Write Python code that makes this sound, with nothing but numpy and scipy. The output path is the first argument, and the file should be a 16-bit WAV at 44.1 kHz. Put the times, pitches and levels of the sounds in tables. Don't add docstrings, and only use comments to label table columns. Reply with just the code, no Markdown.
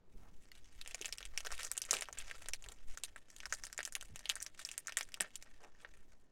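import sys
import numpy as np
from scipy import signal
from scipy.fft import rfft, irfft, next_fast_len
from scipy.io import wavfile
from scipy.ndimage import uniform_filter1d

SR = 44100
rng = np.random.default_rng(int(sys.argv[2]) if len(sys.argv) > 2 else 0)


def digitize_waveform(pressure):
    field = np.atleast_2d(pressure).T
    bounded = np.clip(field, -1, 1)
    quanta = np.round(bounded * 32767).astype(np.int16)
    wavfile.write(sys.argv[1], SR, quanta)


N = 278271
TIME_S = np.arange(N) / SR
BIN_HZ = np.fft.rfftfreq(N, 1 / SR)


def undb(db):
    return 10 ** (np.asarray(db) / 20)


def unit(x):
    return x / np.sqrt(np.mean(x ** 2))


def resonance(hz, centre_hz, q):
    ratio = np.maximum(hz, 1.) / centre_hz
    return 1 / (1 + 1j * q * (ratio - 1 / ratio))


def coloured(colour):
    size = next_fast_len(N)
    hz, db = np.transpose(colour)
    log_hz = np.log(np.fft.rfftfreq(size, 1 / SR) + 1)
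    gain = undb(np.interp(log_hz, np.log(hz), db))
    return unit(irfft(rfft(rng.standard_normal(size)) * gain, size)[:N])


def held_noise(hold, average=1):
    steps = np.repeat(rng.standard_normal(N // hold + 1), hold)
    return uniform_filter1d(steps, average)[:N]


def jolts(rows, slip_s, size):
    t = np.arange(size) / SR
    push = rng.standard_normal((rows, size)) * t * np.exp(-t / slip_s)
    return rfft(push), np.fft.rfftfreq(size, 1 / SR)


def ring(jolt, response):
    sound = irfft(jolt * response)
    return sound / np.abs(sound).max(axis=1, keepdims=True)


def place(start_s, sound):
    out = np.zeros(N + sound.shape[1])
    start = np.minimum(start_s * SR, N - 1).astype(int)
    np.add.at(out, start[:, None] + np.arange(sound.shape[1]), sound)
    return out[:N]


# frequency_hz, relative density_db per Hz
HISS_COLOUR = [(300, -22), (1000, -35), (7000, -54), (16000, -103)]


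def hiss(level_db=-74):
    return undb(level_db) * coloured(HISS_COLOUR)


# time_s, level_db
AIR_LEVEL = [(0, -55.5), (1.2, -48.5), (1.8, -53.5), (2.3, -45.5), (3.2, -54.5), (4.2, -54.5), (5, -60),
             (5.7, -54.5)]
# frequency_hz, relative density_db per Hz
AIR_COLOUR = [(1.5, -33), (5, 23), (20, -1), (35, 0), (62, -9.5), (150, -26), (500, -51)]


def air():
    time_s, level_db = np.transpose(AIR_LEVEL)
    flutter_db = 4.9 * held_noise(3000, 3000)
    return coloured(AIR_COLOUR) * undb(np.interp(TIME_S, time_s, level_db) + flutter_db)


# centre_hz, q (no unit), t60_s, level_db
CABIN_TAIL = [(251, 1.12, 0.058, 1), (2330, 0.5, 0.027, -4), (8060, 1.1, 0.0061, -3.5)]


def cabin(dry):
    size = 8192
    t, hz = np.arange(size) / SR, np.fft.rfftfreq(size, 1 / SR)
    response = 0
    for centre_hz, q, t60_s, level_db in CABIN_TAIL:
        band = irfft(rfft(rng.standard_normal(size)) * resonance(hz, centre_hz, q) ** 2, size)
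        decay = np.exp(-np.log(1000) * t / t60_s)
        band = band * decay * (t > .002)
        bandwidth_gain = np.sqrt(centre_hz / q / SR)
        response = response + undb(level_db) * bandwidth_gain * band / np.sqrt(np.sum(band ** 2))
    return signal.fftconvolve(dry, response)[:N]


# peak_s, level_db, length_s, centre_hz
SWELLS = [(0.23, -69, 0.16, 201), (0.252, -68, 0.051, 640), (1.957, -57, 0.047, 490),
          (2.684, -66, 0.059, 645), (4.1, -62, 0.0067, 165), (4.127, -51, 0.019, 52.3),
          (5.245, -65.5, 0.035, 450), (5.644, -62.5, 0.041, 550), (5.847, -71, 0.043, 694)]


def swells():
    grain_db = 3.3 * held_noise(256)
    rub = rfft(rng.standard_normal(N) * undb(grain_db))
    out = 0
    for peak_s, level_db, length_s, centre_hz in SWELLS:
        swell = undb(level_db) * np.exp(-((TIME_S - peak_s) / length_s) ** 2)
        out = out + swell * unit(irfft(rub * resonance(BIN_HZ, centre_hz, 0.76) ** 2, N))
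    return out


# start_s, peak_db, centre_hz
KNOCKS = [(.945, -47.5, 516), (1.008, -46, 357), (1.932, -51, 296), (1.961, -47, 516), (5.198, -50, 200)]


def knocks():
    start_s, peak_db, centre_hz = np.transpose(KNOCKS)
    jolt, hz = jolts(len(start_s), 0.88 / centre_hz[:, None], size=8192)
    return place(start_s, undb(peak_db)[:, None] * ring(jolt, resonance(hz, centre_hz[:, None], 1.9) ** 2))


# start_s, peak_db
CLICKS = [(0.5174, -37.5)]
# centre_hz, q (no unit), level_db
CELL_MODES = [(2030, 17, 3), (2800, 27, -3), (4340, 43, -7), (6900, 41, -8)]


def clicks():
    start_s, peak_db = np.transpose(CLICKS)
    jolt, hz = jolts(len(start_s), 0.00008, size=4096)
    modes = sum(undb(level_db) * resonance(hz, centre_hz, q) for centre_hz, q, level_db in CELL_MODES)
    return place(start_s, undb(peak_db)[:, None] * ring(jolt, modes))


# centre_hz, q (no unit), level_db
POCKETS = [(1747, 15, -7), (604, 8.8, 4.5)]


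def pockets(film):
    response = sum(undb(level_db) * resonance(BIN_HZ, centre_hz, q) for centre_hz, q, level_db in POCKETS)
    return irfft(rfft(film) * response, N)


def palms(film):
    return undb(5) * irfft(rfft(film) * resonance(BIN_HZ, 544, 1.49) ** 2, N)


def buckle(start_s, level_db, small_hz, large_hz, large_db, slip_s, q, tick_db, size=512):
    jolt, hz = jolts(len(start_s), slip_s, size)
    tick = undb(tick_db) * resonance(hz, 7240, 1.92) ** 2
    small = ring(jolt, resonance(hz, small_hz[:, None], 2.86 * q) ** 2 + tick)
    large_hz = large_hz[:, None]
    patch = resonance(hz, large_hz, q) ** 2
    skirt = undb(-12) * resonance(hz, 0.56 * large_hz, 0.57) ** 2
    taut = undb(-4) * resonance(hz, 0.927 * large_hz, 9 * q)
    treble_loss = 1 + 1j * hz / 4000
    large = ring(jolt, (patch + skirt + taut) / treble_loss)
    return place(start_s, undb(level_db)[:, None] * (small + undb(large_db)[:, None] * large))


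# peak_s, level_db, length_s, large_db (large patches over the small ones)
SQUEEZES = [(0.222, -70, 0.21, 0.5), (0.447, -70.5, 0.55, -0.5), (0.557, -60, 0.048, 2.5),
            (0.69, -66, 0.42, 0), (0.941, -61, 0.65, 2), (1.07, -60.5, 0.11, 8.5), (1.548, -57.5, 0.62, 3),
            (1.603, -48, 0.092, 2.5), (1.649, -40.5, 0.062, -7.5), (1.942, -45.5, 0.16, 1.5),
            (2.195, -56.5, 0.15, 6.5), (2.337, -54.5, 0.32, 0), (2.725, -55.5, 0.05, -6),
            (2.905, -56.5, 0.11, -1), (3.58, -63, 1, -4), (4.045, -68, 0.52, 0), (4.348, -63, 0.44, 2.5),
            (4.634, -58, 0.23, 0), (4.996, -56.5, 0.077, 7), (5.227, -59.5, 0.068, 13),
            (5.461, -64, 0.089, 2), (5.645, -62, 0.11, 1.5), (5.812, -59.5, 0.058, 1.5),
            (6.126, -68.5, 0.2, -2)]
RISE_DB, FALL_DB = 34, 25
HELD_FROM_S, HELD_UNTIL_S, HELD_DB, HELD_LARGE_DB = 0.9, 6.0, -73, 1.5


def squeezes():
    outside_s = np.maximum(0, np.maximum(HELD_FROM_S - TIME_S, TIME_S - HELD_UNTIL_S))
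    level_db = HELD_DB - 150 * outside_s
    large_db = np.full(N, HELD_LARGE_DB)
    for peak_s, peak_db, length_s, own_large_db in SQUEEZES:
        slope_db = np.where(TIME_S < peak_s, RISE_DB, FALL_DB)
        burst_db = peak_db - slope_db * np.abs(TIME_S - peak_s) / length_s
        large_db = np.where(burst_db > level_db, own_large_db, large_db)
        level_db = np.maximum(burst_db, level_db)
    return level_db, large_db


def crackle(count=5000, scatter_db=4.0):
    when, strength, small, large, share = rng.random((count, 5)).T
    level_db, large_db = squeezes()
    start_s = when * N / SR
    start = (start_s * SR).astype(int)
    large_db = large_db[start] + 8 * (share - .5)
    crease_db = np.minimum(-scatter_db * np.log(1 - strength), 17)
    fold = np.repeat(rng.random((N // 2000 + 1, 2)), 2000, axis=0)[start].T
    small_hz = 4400 * 2 ** (0.67 * small + 0.42 * fold[0])
    large_hz = 1100 * 2 ** (1.15 * large + 0.94 * fold[1])
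    grains = buckle(start_s, crease_db, small_hz, large_hz, large_db, slip_s=0.00068, q=0.85, tick_db=-29)
    grip_db = 4.14 * held_noise(700, 350)
    return unit(grains) * undb(level_db + grip_db)


# start_s, peak_db (small patch), large_hz, large_db (large patch over the small)
SNAPS = [(0.8135, -37.5, 3760, 5), (0.8608, -44, 2160, 8), (0.8755, -35, 2900, -2), (0.9456, -27, 2560, -5),
         (1.0134, -29, 2620, -7), (1.0226, -41.5, 2950, 8), (1.0461, -48.5, 2900, 16.5),
         (1.057, -25.5, 2830, -4), (1.069, -43, 2700, -6), (1.081, -41.5, 1990, -1),
         (1.09, -38.5, 1890, -4), (1.1249, -32.5, 2480, -3.5), (1.1259, -26.5, 2950, -4.5),
         (1.1752, -45, 1500, -13), (1.1833, -31.5, 2970, -4.5), (1.206, -43.5, 1160, 4.5),
         (1.216, -52, 2080, 6), (1.2282, -43, 2500, 9), (1.2532, -33, 2780, -1.5), (1.376, -22, 2480, -1.5),
         (1.4051, -34, 3150, -0.5), (1.4494, -35.5, 1210, -4.5), (1.462, -34, 1410, -2.5),
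         (1.4693, -32, 1690, 1), (1.5056, -43, 1460, 7.5), (1.518, -31.5, 1580, -4),
         (1.5236, -29, 1130, -7), (1.619, -41, 2140, -1), (1.6319, -28.5, 3040, -5),
         (1.6786, -46, 3620, -2), (1.7154, -22, 1570, -14.5), (1.7687, -31, 1670, -11),
         (1.7772, -21.5, 3100, -10), (1.818, -22.5, 3100, -11), (1.8385, -42, 3100, 3),
         (1.851, -34, 2400, -9.5), (1.9094, -13, 2060, -15), (1.931, -19, 1240, -6.5),
         (1.945, -32, 1590, -11), (1.968, -29.5, 2600, 2.5), (1.9875, -34, 2430, -4),
         (2.0095, -29, 2480, -7), (2.022, -28.5, 2150, 0), (2.056, -53, 2740, 12), (2.0865, -44, 1055, 9),
         (2.1273, -33.5, 2410, -8), (2.1861, -28.5, 1840, -17), (2.3003, -49.5, 2160, 12.5),
         (2.312, -40, 1850, 9.5), (2.459, -40.5, 2550, 3), (2.486, -27.5, 1830, -5.5),
         (2.5349, -23, 2520, -4), (2.624, -42, 1500, -10), (2.6411, -44, 2930, 5), (2.662, -48, 1810, 4),
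         (2.687, -36, 3100, -1.5), (2.9741, -32, 1540, -5), (3.036, -23.5, 2900, -4.5),
         (3.0477, -32.5, 4000, -2.5), (3.1609, -43.5, 1830, 5.5), (3.302, -39.5, 2100, -12),
         (3.364, -39.5, 3380, -3), (3.384, -48, 3470, -2), (3.403, -39, 2510, 4), (3.4329, -63.5, 1640, 24),
         (3.4559, -30.5, 1600, -2), (3.5249, -23.5, 1620, -1), (3.538, -24.5, 2150, -20),
         (3.596, -58, 1610, -2), (3.637, -29, 1860, -9), (3.6518, -33.5, 3040, -17), (3.668, -35, 1880, -7),
         (3.6996, -56, 1730, 6), (3.7283, -32, 1620, -10), (3.778, -28, 1880, -9),
         (3.7903, -38.5, 1750, 11.5), (3.805, -37, 1800, 6.5), (3.83, -31.5, 2620, -4.5),
         (3.852, -23.5, 3270, -7), (3.8757, -36.5, 1900, -2), (3.924, -31, 1670, -16),
         (3.9524, -24, 2170, 0), (4.0109, -37, 3360, 1.5), (4.0254, -37, 1560, -5.5),
         (4.159, -33, 2700, -3), (4.1926, -35.5, 2780, -10.5), (4.2565, -38, 3350, 10.5),
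         (4.293, -23.5, 2950, -9), (4.2978, -22, 3400, 6), (4.312, -37.5, 3600, 2.5),
         (4.3553, -27.5, 1760, -16), (4.365, -40.5, 1700, 4.5), (4.403, -36, 2000, -13),
         (4.4123, -41, 1760, -2), (4.4218, -29.5, 2030, -16), (4.4263, -24.5, 2270, -25),
         (4.464, -31, 1960, -6.5), (4.593, -38.5, 1420, -1.5), (4.65, -25, 2960, -13),
         (4.671, -42, 1910, -6), (4.6893, -34.5, 2880, 0.5), (4.7144, -29.5, 2800, -7.5),
         (4.779, -23, 1780, -13), (4.871, -27, 1940, -13.5), (4.8821, -34.5, 1540, 2.5),
         (4.8943, -40, 2480, 7.5), (4.9226, -35.5, 2100, 1), (4.9706, -16.5, 2040, -7),
         (4.9861, -27, 2120, -6.5), (5.0096, -27.5, 2580, 0.5), (5.03, -34, 2030, -15),
         (5.089, -47.5, 1700, -1), (5.12, -44.5, 2300, -4), (5.142, -30.5, 2980, 0),
         (5.173, -53.5, 1200, 6), (5.2032, -37, 2840, 12), (5.2073, -17, 1960, -9),
         (5.356, -28.5, 3340, -7.5), (5.425, -37.5, 2200, -8), (5.848, -58.5, 1810, 21.5)]


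def snaps(count=8):
    start_s, peak_db, large_hz, large_db = np.transpose(SNAPS)
    chance = rng.random((len(start_s), count + 1, 4))
    small_hz = 5200 * 2 ** (0.65 * chance[:, 0, 0])
    first = buckle(start_s, peak_db, small_hz, large_hz, large_db, slip_s=0.00018, q=1.55, tick_db=-9)
    lag, strength, small, large = (chance[:, 1:, k] for k in range(4))
    lag_s = 0.002 + .025 * lag ** 1.5
    swarm_s = start_s[:, None] + lag_s
    swarm_db = peak_db[:, None] - 13.5 - 550 * lag_s + 8 * (strength - .5)
    swarm_small_hz = small_hz[:, None] * 2 ** (0.99 * (small - .5))
    swarm_large_hz = large_hz[:, None] * 2 ** (1.17 * (large - .5))
    swarm = buckle(swarm_s.ravel(), swarm_db.ravel(), swarm_small_hz.ravel(), swarm_large_hz.ravel(),
                   np.repeat(large_db, count), slip_s=0.00035, q=1.1, tick_db=-9)
    return first + swarm


def scene():
    rustle = crackle()
    film = snaps() + rustle
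    cupped = np.clip((3.12 - TIME_S) * 10, 0, 1)
    enclosed = cupped * palms(film)
    free = (1 - cupped) * pockets(film + undb(4.5) * rustle)
    hands = film + enclosed + free + knocks() + clicks() + swells()
    return (hands + cabin(hands) + air() + hiss())[None]


def record(dry):
    top_hz = 16100
    return signal.sosfilt(signal.ellip(8, .2, 70, top_hz, fs=SR, output="sos"), dry)


dry = scene()
out = record(dry)
digitize_waveform(out)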